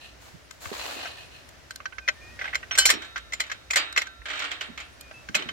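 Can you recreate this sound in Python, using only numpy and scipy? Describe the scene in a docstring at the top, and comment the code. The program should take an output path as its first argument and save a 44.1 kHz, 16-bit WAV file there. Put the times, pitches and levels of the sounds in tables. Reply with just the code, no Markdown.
"""A steel chain is handled and hooked against a tubular farm gate, close by, outdoors.
First, steps swish through dry grass, with soft, breathy swells of hiss and a few light clinks.
From about two seconds, links clack on the pipe and ring, and hard knocks set the gate and its
wire mesh shivering. After four seconds the chain is drawn over the pipe; a last clatter follows.
Behind it all lie quiet field air and a low hum, with faint whistles and an insect now and then."""
import sys
import numpy as np
from scipy import signal
from scipy.fft import rfft, irfft
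from scipy.io import wavfile

SR = 44100
rng = np.random.default_rng(int(sys.argv[2]) if len(sys.argv) > 2 else 0)


def store_wav(level_fs):
    """Save 16-bit WAV to argv[1]."""
    pcm = np.round(np.clip(np.atleast_2d(level_fs), -1, 1) * 32767)
    wavfile.write(sys.argv[1], SR, pcm.T.astype(np.int16))


N = 243431
TIME = np.arange(N) / SR


def from_db(db):
    """Turn decibels into a gain."""
    return 10 ** (np.asarray(db) / 20)


def rms_one(x):
    """Scale a sound to an average power of 1."""
    return x / np.sqrt(np.mean(x ** 2) + 1e-20)


def panned(db):
    """Left and right gains; positive dB leans left."""
    return from_db(np.array([[.5], [-.5]]) * db)


def dying(t, t60):
    """A fade that is 60 dB down after t60 seconds, the fade time."""
    return np.exp(-np.log(1000) * t / max(t60, 1e-3))


def swell(s, length_s, attack_s, t60):
    """Rise, hold, then fade."""
    rise = np.clip((TIME - s) / max(attack_s, 1e-3), 0, 1)
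    return rise * dying(np.clip(TIME - s - length_s, 0, 3 * t60), t60)


def in_time(rows):
    """Join (time, value) points into a curve."""
    return np.interp(TIME, *np.transpose(rows))


def at_hz(rows, hz):
    """Read between (frequency, value) points on a log scale."""
    row_hz, values = np.transpose(rows)
    return np.interp(np.log(hz), np.log(row_hz), values)


def add(out, s, sound):
    """Mix a sound in at s seconds."""
    i = max(round(s * SR), 0)
    out[:, i:i + sound.shape[1]] += sound[:, :N - i]


def band(x, low_hz, high_hz, order=2):
    """Keep what lies between two frequencies."""
    return signal.sosfilt(signal.butter(order, [low_hz, high_hz], "band", fs=SR, output="sos"), x)


def resonance(x, hz, width_hz):
    """Ring at one pitch; narrower rings longer."""
    r = np.exp(-np.pi * width_hz / SR)
    feedback = [1, -2 * r * np.cos(2 * np.pi * hz / SR), r * r]
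    return signal.lfilter(np.array([1, 0, -1]) * (1 - r * r) / 2, feedback, x)


def noise(spectrum, alike):
    """Coloured stereo noise; alike=1 makes both sides the same."""
    hz = np.maximum(np.fft.rfftfreq(N, 1 / SR), 1)
    mid, side = irfft(rfft(rng.standard_normal((2, N))) * from_db(at_hz(spectrum, hz)), N)
    return rms_one(np.sqrt(1 + alike) * mid + np.sqrt(1 - alike) * side * [[1], [-1]])


def drift(rate):
    """Wander through `rate` random values a second."""
    return np.interp(TIME * rate, np.arange(4096), rng.standard_normal(4096))


def touch(s, db, hz, bite_db, t60, shiver_db):
    """One contact of link and pipe; its very high sparkle grows faster than its treble bite."""
    sparkle_db = max(-12.5 + 2.02 * bite_db, -37)
    return s, db, hz, bite_db, sparkle_db, t60, shiver_db


# Single blows on the pipe. Each row: start in seconds, level in dB, pitch in Hz, bite in dB above
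# that level, freedom (0 held by the hand, 1 loose), lead of a lighter touch in seconds.
CLINKS = [(0.656, -35.5, 1086, -25, 0, 0.0023), (1.055, -33, 687, -11.5, 0.7, 0.0071),
          (1.707, -35.5, 1575, -3, 0.26, 0), (1.802, -38.5, 1190, -22, 0.5, 0.00079),
          (1.856, -28, 1544, -12, 0, 0.0026), (1.924, -42.5, 1440, -33, 0.4, 0),
          (1.983, -33, 1540, -12.5, 0.2, 0), (2.0852, -16.5, 1972, -10, 0.34, 0.0076),
          (2.412, -28.5, 1999, -26, 0.32, 0), (2.534, -28, 1974, -31, 0.74, .005),
          (2.5535, -21.5, 2058, -6.5, 0.08, 0.0081), (2.629, -35.5, 1890, -28, 0.6, 0.00066),
          (2.71, -26, 3053, -13, 0.9, 0.0023), (2.752, -29, 2300, -5.5, 0.84, 0.0022),
          (2.7843, -17.5, 1551, 2, 0.82, .008), (2.8544, -16, 2360, 1, 0.74, 0.00035),
          (2.901, -14.5, 1880, -0.5, 0.76, .009), (3.159, -28, 1420, -12, 0.72, 0),
          (3.177, -34.5, 1720, -6, 0.21, 0.00016), (3.3337, -26.5, 2110, -5, 0.62, .0115),
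          (3.402, -22, 1990, -4, 0.69, 0.0034), (3.515, -27.5, 1737, -7.5, 0.69, 0.017),
          (3.707, -25, 2455, -4.5, 0.5, 0.0037), (3.7578, -18.5, 1976, -2.5, 0.81, 0.025),
          (3.7668, -20, 1896, -4, 1, 0), (3.975, -16, 2036, -6.5, 0.63, .013),
          (4.017, -27.5, 1969, -5.5, 0.69, 0.001), (4.069, -37.5, 1570, -7.5, 0.2, 0.001),
          (4.217, -45.5, 1812, -20, 0, 0.0024), (4.392, -32, 2660, -5.5, 0.68, 0),
          (4.515, -31.5, 3253, -7, 1, 0.0055), (4.609, -30.5, 2933, -7, 1, 0.0009),
          (5.111, -40.5, 634.4, -14, .3, 0.0012), (5.287, -34.5, 1580, -9, 0.01, 0.00035),
          (5.3495, -18, 2530, -4.5, 0.84, 0.0045), (5.422, -32.5, 3034, -11.5, 0.63, 0.00034),
          (5.488, -29, 3100, -11.5, 0.6, 0)]
DAMPED_T60_S, LOOSE_T60_S = 0.026, 0.081
DAMPED_SHIVER_DB, LOOSE_SHIVER_DB = -49, -3.5   # how much of a blow passes into the gate


def clinks(lead_db=-6.5, bounce_db=-18.5, bounce_s=.036):
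    """A looser link clacks longer, shakes the gate more and bounces."""
    touches = []
    chance = rng.uniform(.8, 1.2, (len(CLINKS), 2))
    for (s, db, hz, bite_db, freedom, lead_s), (late, detune) in zip(CLINKS, chance):
        t60 = DAMPED_T60_S * (LOOSE_T60_S / DAMPED_T60_S) ** freedom
        shiver_db = db + DAMPED_SHIVER_DB + freedom * (LOOSE_SHIVER_DB - DAMPED_SHIVER_DB)
        touches.append(touch(s, db, hz, bite_db, t60, shiver_db))
        if lead_s > .003:   # a lighter touch comes first
            touches.append(touch(s - lead_s, db + lead_db, hz * detune,
                                 bite_db - 3, t60, shiver_db + lead_db))
        if freedom > .62:   # a loose link falls back once
            touches.append(touch(s + bounce_s * late, db + bounce_db, hz * detune,
                                 bite_db - 4, t60, shiver_db + bounce_db))
    return touches


# Pulls of the chain over the pipe. 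Each row: start and length in seconds, level in dB,
# pitch in Hz, bite in dB above that level, gate shiver in dB.
DRAGS = [(2.388, .065, -34.5, 1774, -14, -46.5), (2.457, .04, -32, 1911, -25, -45.5),
         (3.019, .04, -42, 1706, -6, -44.5), (3.441, .04, -41, 1937, -6.5, -46),
         (4.258, .2, -35, 1657, -8.5, -35), (4.775, .04, -37, 2360, -7, -42.5)]
LINK_GAP_S, DRAG_T60_S = .023, 0.088


def drags(jitter_s=.003, spread_db=2.5, spread_octaves=0.228):
    """Links trip over the pipe at a nearly even pace, each with its own strength and pitch."""
    touches = []
    for s, length_s, db, hz, bite_db, shiver_db in DRAGS:
        count = int(np.ceil(length_s / LINK_GAP_S))
        for k, (late, size, detune) in enumerate(rng.standard_normal((16, 3))[:count]):
            start = s + k * LINK_GAP_S + jitter_s * late
            pitch = hz * 2 ** (spread_octaves * detune)
            extra_db = spread_db * size
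            touches.append(touch(start, db + extra_db, pitch, bite_db, DRAG_T60_S, shiver_db + extra_db))
    return touches


# The lightest contacts. Each row: start in seconds, level in dB, pitch in Hz, bite in dB above it.
TICKS = [(0.509, -44, 1260, -0.5), (.991, -53.5, 1970, 2), (1.018, -59, 2020, -2), (1.489, -56.5, 2100, 5),
         (1.758, -44.5, 1560, 5.5), (3.926, -39, 1569, -1.5), (5.009, -52, 1376, 8.5)]


def ticks(t60=0.01):
    """A link's tip just grazes the pipe with a tiny, dry tick."""
    return [touch(s, db, hz, bite_db, t60, db + DAMPED_SHIVER_DB) for s, db, hz, bite_db in TICKS]


# Short resonances of the pipe. Each row: pitch in Hz, width in Hz, boost in dB.
PIPE_MODES = [(604, 18, 8), (788, 17, 5.5), (1170, 420, 9.5), (1546, 31, 9), (1930, 120, 1.5),
              (2121.7, 96, 9.5), (2437, 59.7, 6), (2673, 186, 11.5), (3090, 60, 13), (4081, 23, 7.5),
              (3550, 61, 5.5), (4135, 130, 9), (4716, 44, 9.5), (5164, 20, 6), (5850, 110, 9.5),
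              (7040, 39, 11), (7520, 150, 5.5), (8210, 130, 5.5)]


def clacks(touches, contact_s=0.003, grain_db=1.5, ping_db=-5, alike=0.49, lag_s=0.000394):
    """At each touch a link chatters on the pipe, which colours the burst; the hand soon damps it."""
    out, t = np.zeros((2, N)), np.arange(SR // 6) / SR
    for s, db, hz, bite_db, sparkle_db, t60, _ in touches:
        left, other, chance = rng.standard_normal((3, len(t)))
        grain = chance[np.arange(len(t)) // 30]   # a new value every 30 samples
        # part of the burst reaches both sides, the right a little later
        right = alike * np.interp(t - lag_s, t, left) + np.sqrt(1 - alike ** 2) * other
        envelope = (1 - np.exp(-t / 0.00022)) * dying(np.maximum(t - contact_s, 0), t60)
        burst = np.array([left, right]) * from_db(grain_db * grain) * envelope
        for mode_hz, width_hz, lift_db in PIPE_MODES:
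            burst = burst + (from_db(lift_db) - 1) * resonance(burst, mode_hz, width_hz)
        body = band(burst + 1.9 * resonance(burst, hz, width_hz=220), 1155, 2310)
        # the pipe wall answers with one brief, clean ping
        ping = np.sin(2 * np.pi * hz * t + grain[:2, None])
        ping *= (1 - np.exp(-t / 0.00044)) * dying(t, t60=0.03)
        body = rms_one(body) + from_db(ping_db) * rms_one(ping)
        # softer contacts lose the top of their bite
        bite = band(burst, 3290, np.interp(sparkle_db, [-42, -15], [6000, 8600]), order=5)
        sparkle = band(burst, 9300, 14150, order=3)
        thud = band(burst, 482, 893)
        thud_db = -13 + 4 * np.log2(t60 / DRAG_T60_S)   # longer clacks carry more thud
        parts = (thud, thud_db, -2), (body, 0, -1), (bite, bite_db, 0), (sparkle, sparkle_db, -6)
        for part, part_db, pan_db in parts:
            attack = np.sqrt(np.mean(part[:, :SR // 125] ** 2, axis=1, keepdims=True))   # first 8 ms
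            add(out, s, part / attack * from_db(db + part_db) * panned(pan_db))
    return out


# A link's own tones. Each row: pitch in Hz, relative level in dB, fade time in seconds.
LINK_TONES = [(1547, -6, .3), (3042, -8, .6), (4199, 2, .13), (4640, -4, .2), (5160, -16, .12),
              (5390, -7, .14), (5560, -16, .3), (5796, -5, .26), (6883, 3, .11), (7150, -6, .12),
              (7430, -6, .12), (7715, -5, .08), (8358, 5, .075), (10270, -16, .12), (11050, -12, .14),
              (12660, -15, .1), (13991, -16, .17)]
# Links hanging free after a blow. Each row: start in seconds, favoured pitch in Hz,
# its level in dB, dB added to the other tones.
RINGS = [(1.926, 1547, -46, -81), (1.982, 1547, -41, -79), (2.086, 7150, -48, -67), (2.438, 1547, -35, -71),
         (2.553, 7150, -39, -54), (2.716, 5796, -28, -63), (2.785, 3042, -20, -17), (2.857, 5796, -19, -19),
         (2.9, 5560, -30, -44), (3.332, 7150, -35, -74), (3.404, 4199, -55, -52), (3.708, 7150, -21.5, -53),
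         (3.771, 4640, -23.5, -45), (3.975, 5160, -26, -38), (4.068, 1547, -40, -76)]


def ringing_links(free_s=0.071, choke_t60=0.033, rise_s=0.00087):
    """A free link rings in all its tones; the contact point favours one of them."""
    out, t = np.zeros((2, N)), np.arange(SR // 4) / SR
    hz, tone_db, t60 = np.transpose(LINK_TONES)
    fades = [dying(t, life) for life in t60]
    tones = np.exp(2j * np.pi * hz[:, None] * t) * fades * (1 - np.exp(-t / rise_s))
    for s, favoured_hz, db, others_db in RINGS:
        levels = others_db + tone_db
        levels[np.argmin(np.abs(hz - favoured_hz))] = db
        # left and right are up to half a cycle apart
        cycle, apart = rng.random((2, len(hz)))
        phases = 2 * np.pi * cycle + np.pi * (apart - .5) * [[1], [-1]]
        ring = ((from_db(levels) * np.exp(1j * phases)) @ tones).real
        # the hand chokes the ring, unless a later clink does so first
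        choked_s = min([s + free_s] + [later for later, *_ in CLINKS if later > s + LINK_GAP_S])
        add(out, s, ring * dying(np.maximum(s + t - choked_s, 0), choke_t60))
    return out


# The shiver of pipes and mesh. Each row: frequency in Hz, relative level in dB.
SHIVER_COLOUR = [(250, -11), (450, -12), (700, -9), (950, -8), (1350, -0.5), (1900, 1.5), (2600, 0.5),
                 (3400, 0.5), (4300, -7), (6000, -23), (8000, -16), (9200, -34)]
# How long it lasts. Each row: frequency in Hz, fade time in seconds.
SHIVER_FADE = [(300, 0.55), (1800, 0.36), (4000, 0.29), (8000, 0.32)]
# Long tones of the frame. Each row: pitch in Hz, relative level in dB, fade time in seconds.
FRAME_TONES = [(1338, -26, 5.0), (1362, -26, 4.5), (1530, -18, .9), (1626, -19, .9), (1775, -24, 2.2),
               (1852, -9, .3), (1950, -15, .9), (2225, -11, .42), (2579, -20, 1.0), (2799, -18, .7),
               (3138, -20, .6), (3795, -12, 1.1), (3860, -21, .8)]


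def gate(touches, frame_db=-3, uneven_db=3, count=420):
    """Knocks spread through pipes and mesh: hundreds of crowded tones and a few long ones."""
    t = np.arange(3 * SR) / SR
    early = t[:SR // 2]
    mesh = np.zeros((2, len(t)))
    pitches = 250 + 9000 * (np.arange(count) + rng.random(count)) / count
    for hz, phase, size in zip(pitches, rng.random((count, 2, 1)), rng.standard_normal((count, 2, 1))):
        gain = from_db(at_hz(SHIVER_COLOUR, hz) + uneven_db * size)
        tone = np.sin(2 * np.pi * (hz * early + phase))
        mesh[:, :len(early)] += gain * tone * dying(early, at_hz(SHIVER_FADE, hz))
    response = mesh / np.sqrt(np.mean(mesh[:, :SR // 50] ** 2))
    for hz, db, t60 in FRAME_TONES:
        tone = np.sin(2 * np.pi * (hz * t + rng.random((2, 1))))
        response += from_db(db + frame_db) * tone * dying(t, t60)
    knocks = np.zeros((1, N))
    for s, *_, shiver_db in touches:
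        add(knocks, s, from_db([[shiver_db]]))
    return signal.fftconvolve(knocks, response * (1 - np.exp(-t / 0.00075)))[:, :N]


# Soft bumps. Each row: start in seconds, peak in dB before panning, pitch in Hz, fade time in seconds.
BUMPS = [(0.338, -40, 136, 0.083), (0.658, -31, 84, 0.026), (0.715, -26, 320, 0.042), (.96, -36, 300, 0.14),
         (2.924, -31, 303.9, 0.32), (4.189, -42.5, 49.5, 0.16), (4.685, -36.5, 204, 0.21),
         (5.291, -33.5, 200, 0.15), (5.351, -34.5, 189.8, 0.14), (5.386, -34.5, 326.3, 0.7),
         (5.456, -35.5, 194, 0.16)]


def bumps(width=0.54, pan_db=-6):
    """Feet and hands make dull, damped thuds on the right."""
    out, t = np.zeros((2, N)), np.arange(SR // 3) / SR
    for s, db, hz, t60 in BUMPS:
        mid, side = rng.standard_normal((2, len(t)))
        push = (mid + 0.9 * side * [[1], [-1]]) * dying(t, t60)
        thud = resonance(resonance(push, hz, width * hz), hz, width * hz)
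        add(out, s, thud / np.abs(thud).max() * from_db(db))
    return out * panned(pan_db)


# Steps in dry grass. Each row: start and length in seconds, swish in dB, relative crackle in dB.
STRIDES = [(0.193, 0.084, -53.5, -53), (0.496, 0.034, -60, -55.5), (0.599, 0.068, -41.5, -41),
           (0.706, .22, -37, -41), (0.885, 0.16, -40, -63)]
# The sound of the stalks and of their tips. Each row: frequency in Hz, relative level in dB.
SWISH_COLOUR = [(150, -73), (250, -5.5), (404, -11), (469, -4), (615, -1.5), (1860, -4.5), (3660, -8),
                (4130, -4.5), (9000, -28.5), (11700, -53), (19800, -120)]
CRACKLE_COLOUR = [(4000, -13), (7000, 6), (9000, -4.5), (12000, -4), (16000, -6.5)]


def grass(crackle_db=-5):
    """Dry stalks brush past a shoe and settle: a grainy swish with fine crackle on top."""
    strides = [from_db([[swish], [crackle]]) * swell(s, length_s, attack_s=0.029, t60=0.62)
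               for s, length_s, swish, crackle in STRIDES]
    swish, crackle = np.max(strides, axis=0)
    stalks = noise(SWISH_COLOUR, alike=0.013) * swish * from_db(2.6 * drift(250))
    tips = noise(CRACKLE_COLOUR, alike=0.046) * crackle * from_db(crackle_db + 2 * drift(900))
    return stalks + tips


# Swells of hiss. Each row: start and length in seconds, level in dB.
HISS_SWELLS = [(0, 0.063, -48), (0.786, 0.29, -42), (0.989, 0.092, -38.5), (1.161, 0.05, -44.5),
               (1.305, .08, -52)]
# Their hollow resonances. Each row: pitch in Hz, width in Hz, relative level in dB.
HISS_MODES = [(670, 170, -7.5), (1800, 72, -1.5), (2510, 55, 4), (2820, 310, -1), (4220, 350, -5.5)]


def breathy_hiss(grain_db=2.0, hiss_db=-13):
    """Soft, breathy swells of hiss with a few hollow resonances."""
    grainy = rng.standard_normal((2, N)) * from_db(grain_db * drift(200))
    hollow = sum(from_db(db) * (-1) ** k * resonance(grainy, hz, width_hz)
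                 for k, (hz, width_hz, db) in enumerate(HISS_MODES))
    hiss = from_db(hiss_db) * rms_one(band(grainy, 4500, 9000, order=1))
    swells = [from_db(db) * swell(s, length_s, attack_s=0.014, t60=0.36)
              for s, length_s, db in HISS_SWELLS]
    return (rms_one(hollow) + hiss) * np.max(swells, axis=0)


# Whistles. Each row: start and length in seconds, pitch in Hz, glide in Hz a second, level in dB.
WHISTLES = [(2.012, .07, 2460, -450, -50), (2.158, 0.31, 1800, 500, -53), (2.209, 0.095, 2428, 598, -49),
            (4.8, 0.047, 2642, 25, -51), (4.996, 0.1, 2450, 7, -53.5), (5.135, 0.048, 2640, -200, -46.5)]


def whistles(waver_hz=29):
    """Faint, thin, slightly wavering whistles glide and fade."""
    out, waver = np.zeros(N), waver_hz * drift(170)
    for s, length_s, hz, glide, db in WHISTLES:
        pitch = hz + glide * np.clip(TIME - s, 0, length_s) + waver
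        envelope = from_db(db) * swell(s, length_s, attack_s=0.0083, t60=0.24)
        out += envelope * np.sin(2 * np.pi * np.cumsum(pitch) / SR)
    return out


# The sound of the air. Each row: frequency in Hz, relative level in dB.
AIR_COLOUR = [(15, -12), (25, -17), (76, 2.5), (185, -11), (285, -8), (476, -11.5), (607, -7.5), (863, -14),
              (1740, -11.5), (3520, -18), (5880, -19.5), (8590, -29), (16000, -37)]
# Its rise and fall. Each row: time in seconds, level in dB.
AIR_LEVEL = [(0, -51.5), (1.6, -52.5), (2.0, -53), (2.25, -48), (2.7, -49.5), (3.27, -52.5), (4.15, -54.5),
             (5.52, -50.5)]


def air(waver_db=1.2):
    """Open air makes a soft, slowly wavering rush."""
    return noise(AIR_COLOUR, alike=0.11) * from_db(in_time(AIR_LEVEL) + waver_db * drift(2.5))


# The hum's rise and fall. Each row: time in seconds, level in dB.
HUM_LEVEL = [(0, -61), (1.5, -71), (2.1, -57.5), (2.9, -58), (3.6, -60), (5.52, -68.5)]


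def hum(hz=60.5, waver_hz=4, waver_db=6):
    """One low tone wavers in pitch and loudness."""
    pitch = hz + waver_hz * drift(7.6)
    tone = np.sqrt(2) * np.sin(2 * np.pi * np.cumsum(pitch) / SR)
    return tone * from_db(in_time(HUM_LEVEL) + waver_db * drift(15))


# Spells of chirping. Each row: start and end in seconds.
CHIRP_BOUTS = [(.25, .5), (1.27, 1.55), (1.75, 2.6), (4.25, 4.9), (4.94, 5.2)]


def insect(db=-69, hz=9650, every_s=.203, half_length_s=.021):
    """A far insect chirps in even pulses of thin, high buzz."""
    chirps = sum(np.exp(-((TIME - s) / half_length_s) ** 4)
                 for bout in CHIRP_BOUTS for s in np.arange(*bout, every_s))
    buzz = rms_one(band(rng.standard_normal((2, N)), hz - 200, hz + 200))
    return from_db(db) * chirps * buzz


# Where the hand holds the chain. Each row: time in seconds, left minus right in dB.
HAND_PATH = [(.5, 9.5), (1.7, 2.5), (1.98, -7.5), (2.08, 4), (2.5, -1.5), (2.8, -1), (3.4, 1), (3.9, 0),
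             (4.6, -2.5), (5.4, 0.5)]


def scene(gate_pan_db=-3):
    """The chain moves with the hand; the gate stands slightly to the right."""
    around = air() + hum() + insect() + whistles() + grass() + breathy_hiss() + bumps()
    ringing = ringing_links()
    touches = ticks() + clinks() + drags()
    shaking = gate(touches) * panned(gate_pan_db)
    chain = (clacks(touches) + ringing) * panned(in_time(HAND_PATH))
    return chain + shaking + around


def record(dry, stop_hz=17000):
    """Round off the tallest peaks and cut the highest treble."""
    return signal.sosfilt(signal.cheby2(14, 70, stop_hz, fs=SR, output="sos"), np.tanh(dry))


dry = scene()
out = record(dry)
store_wav(out)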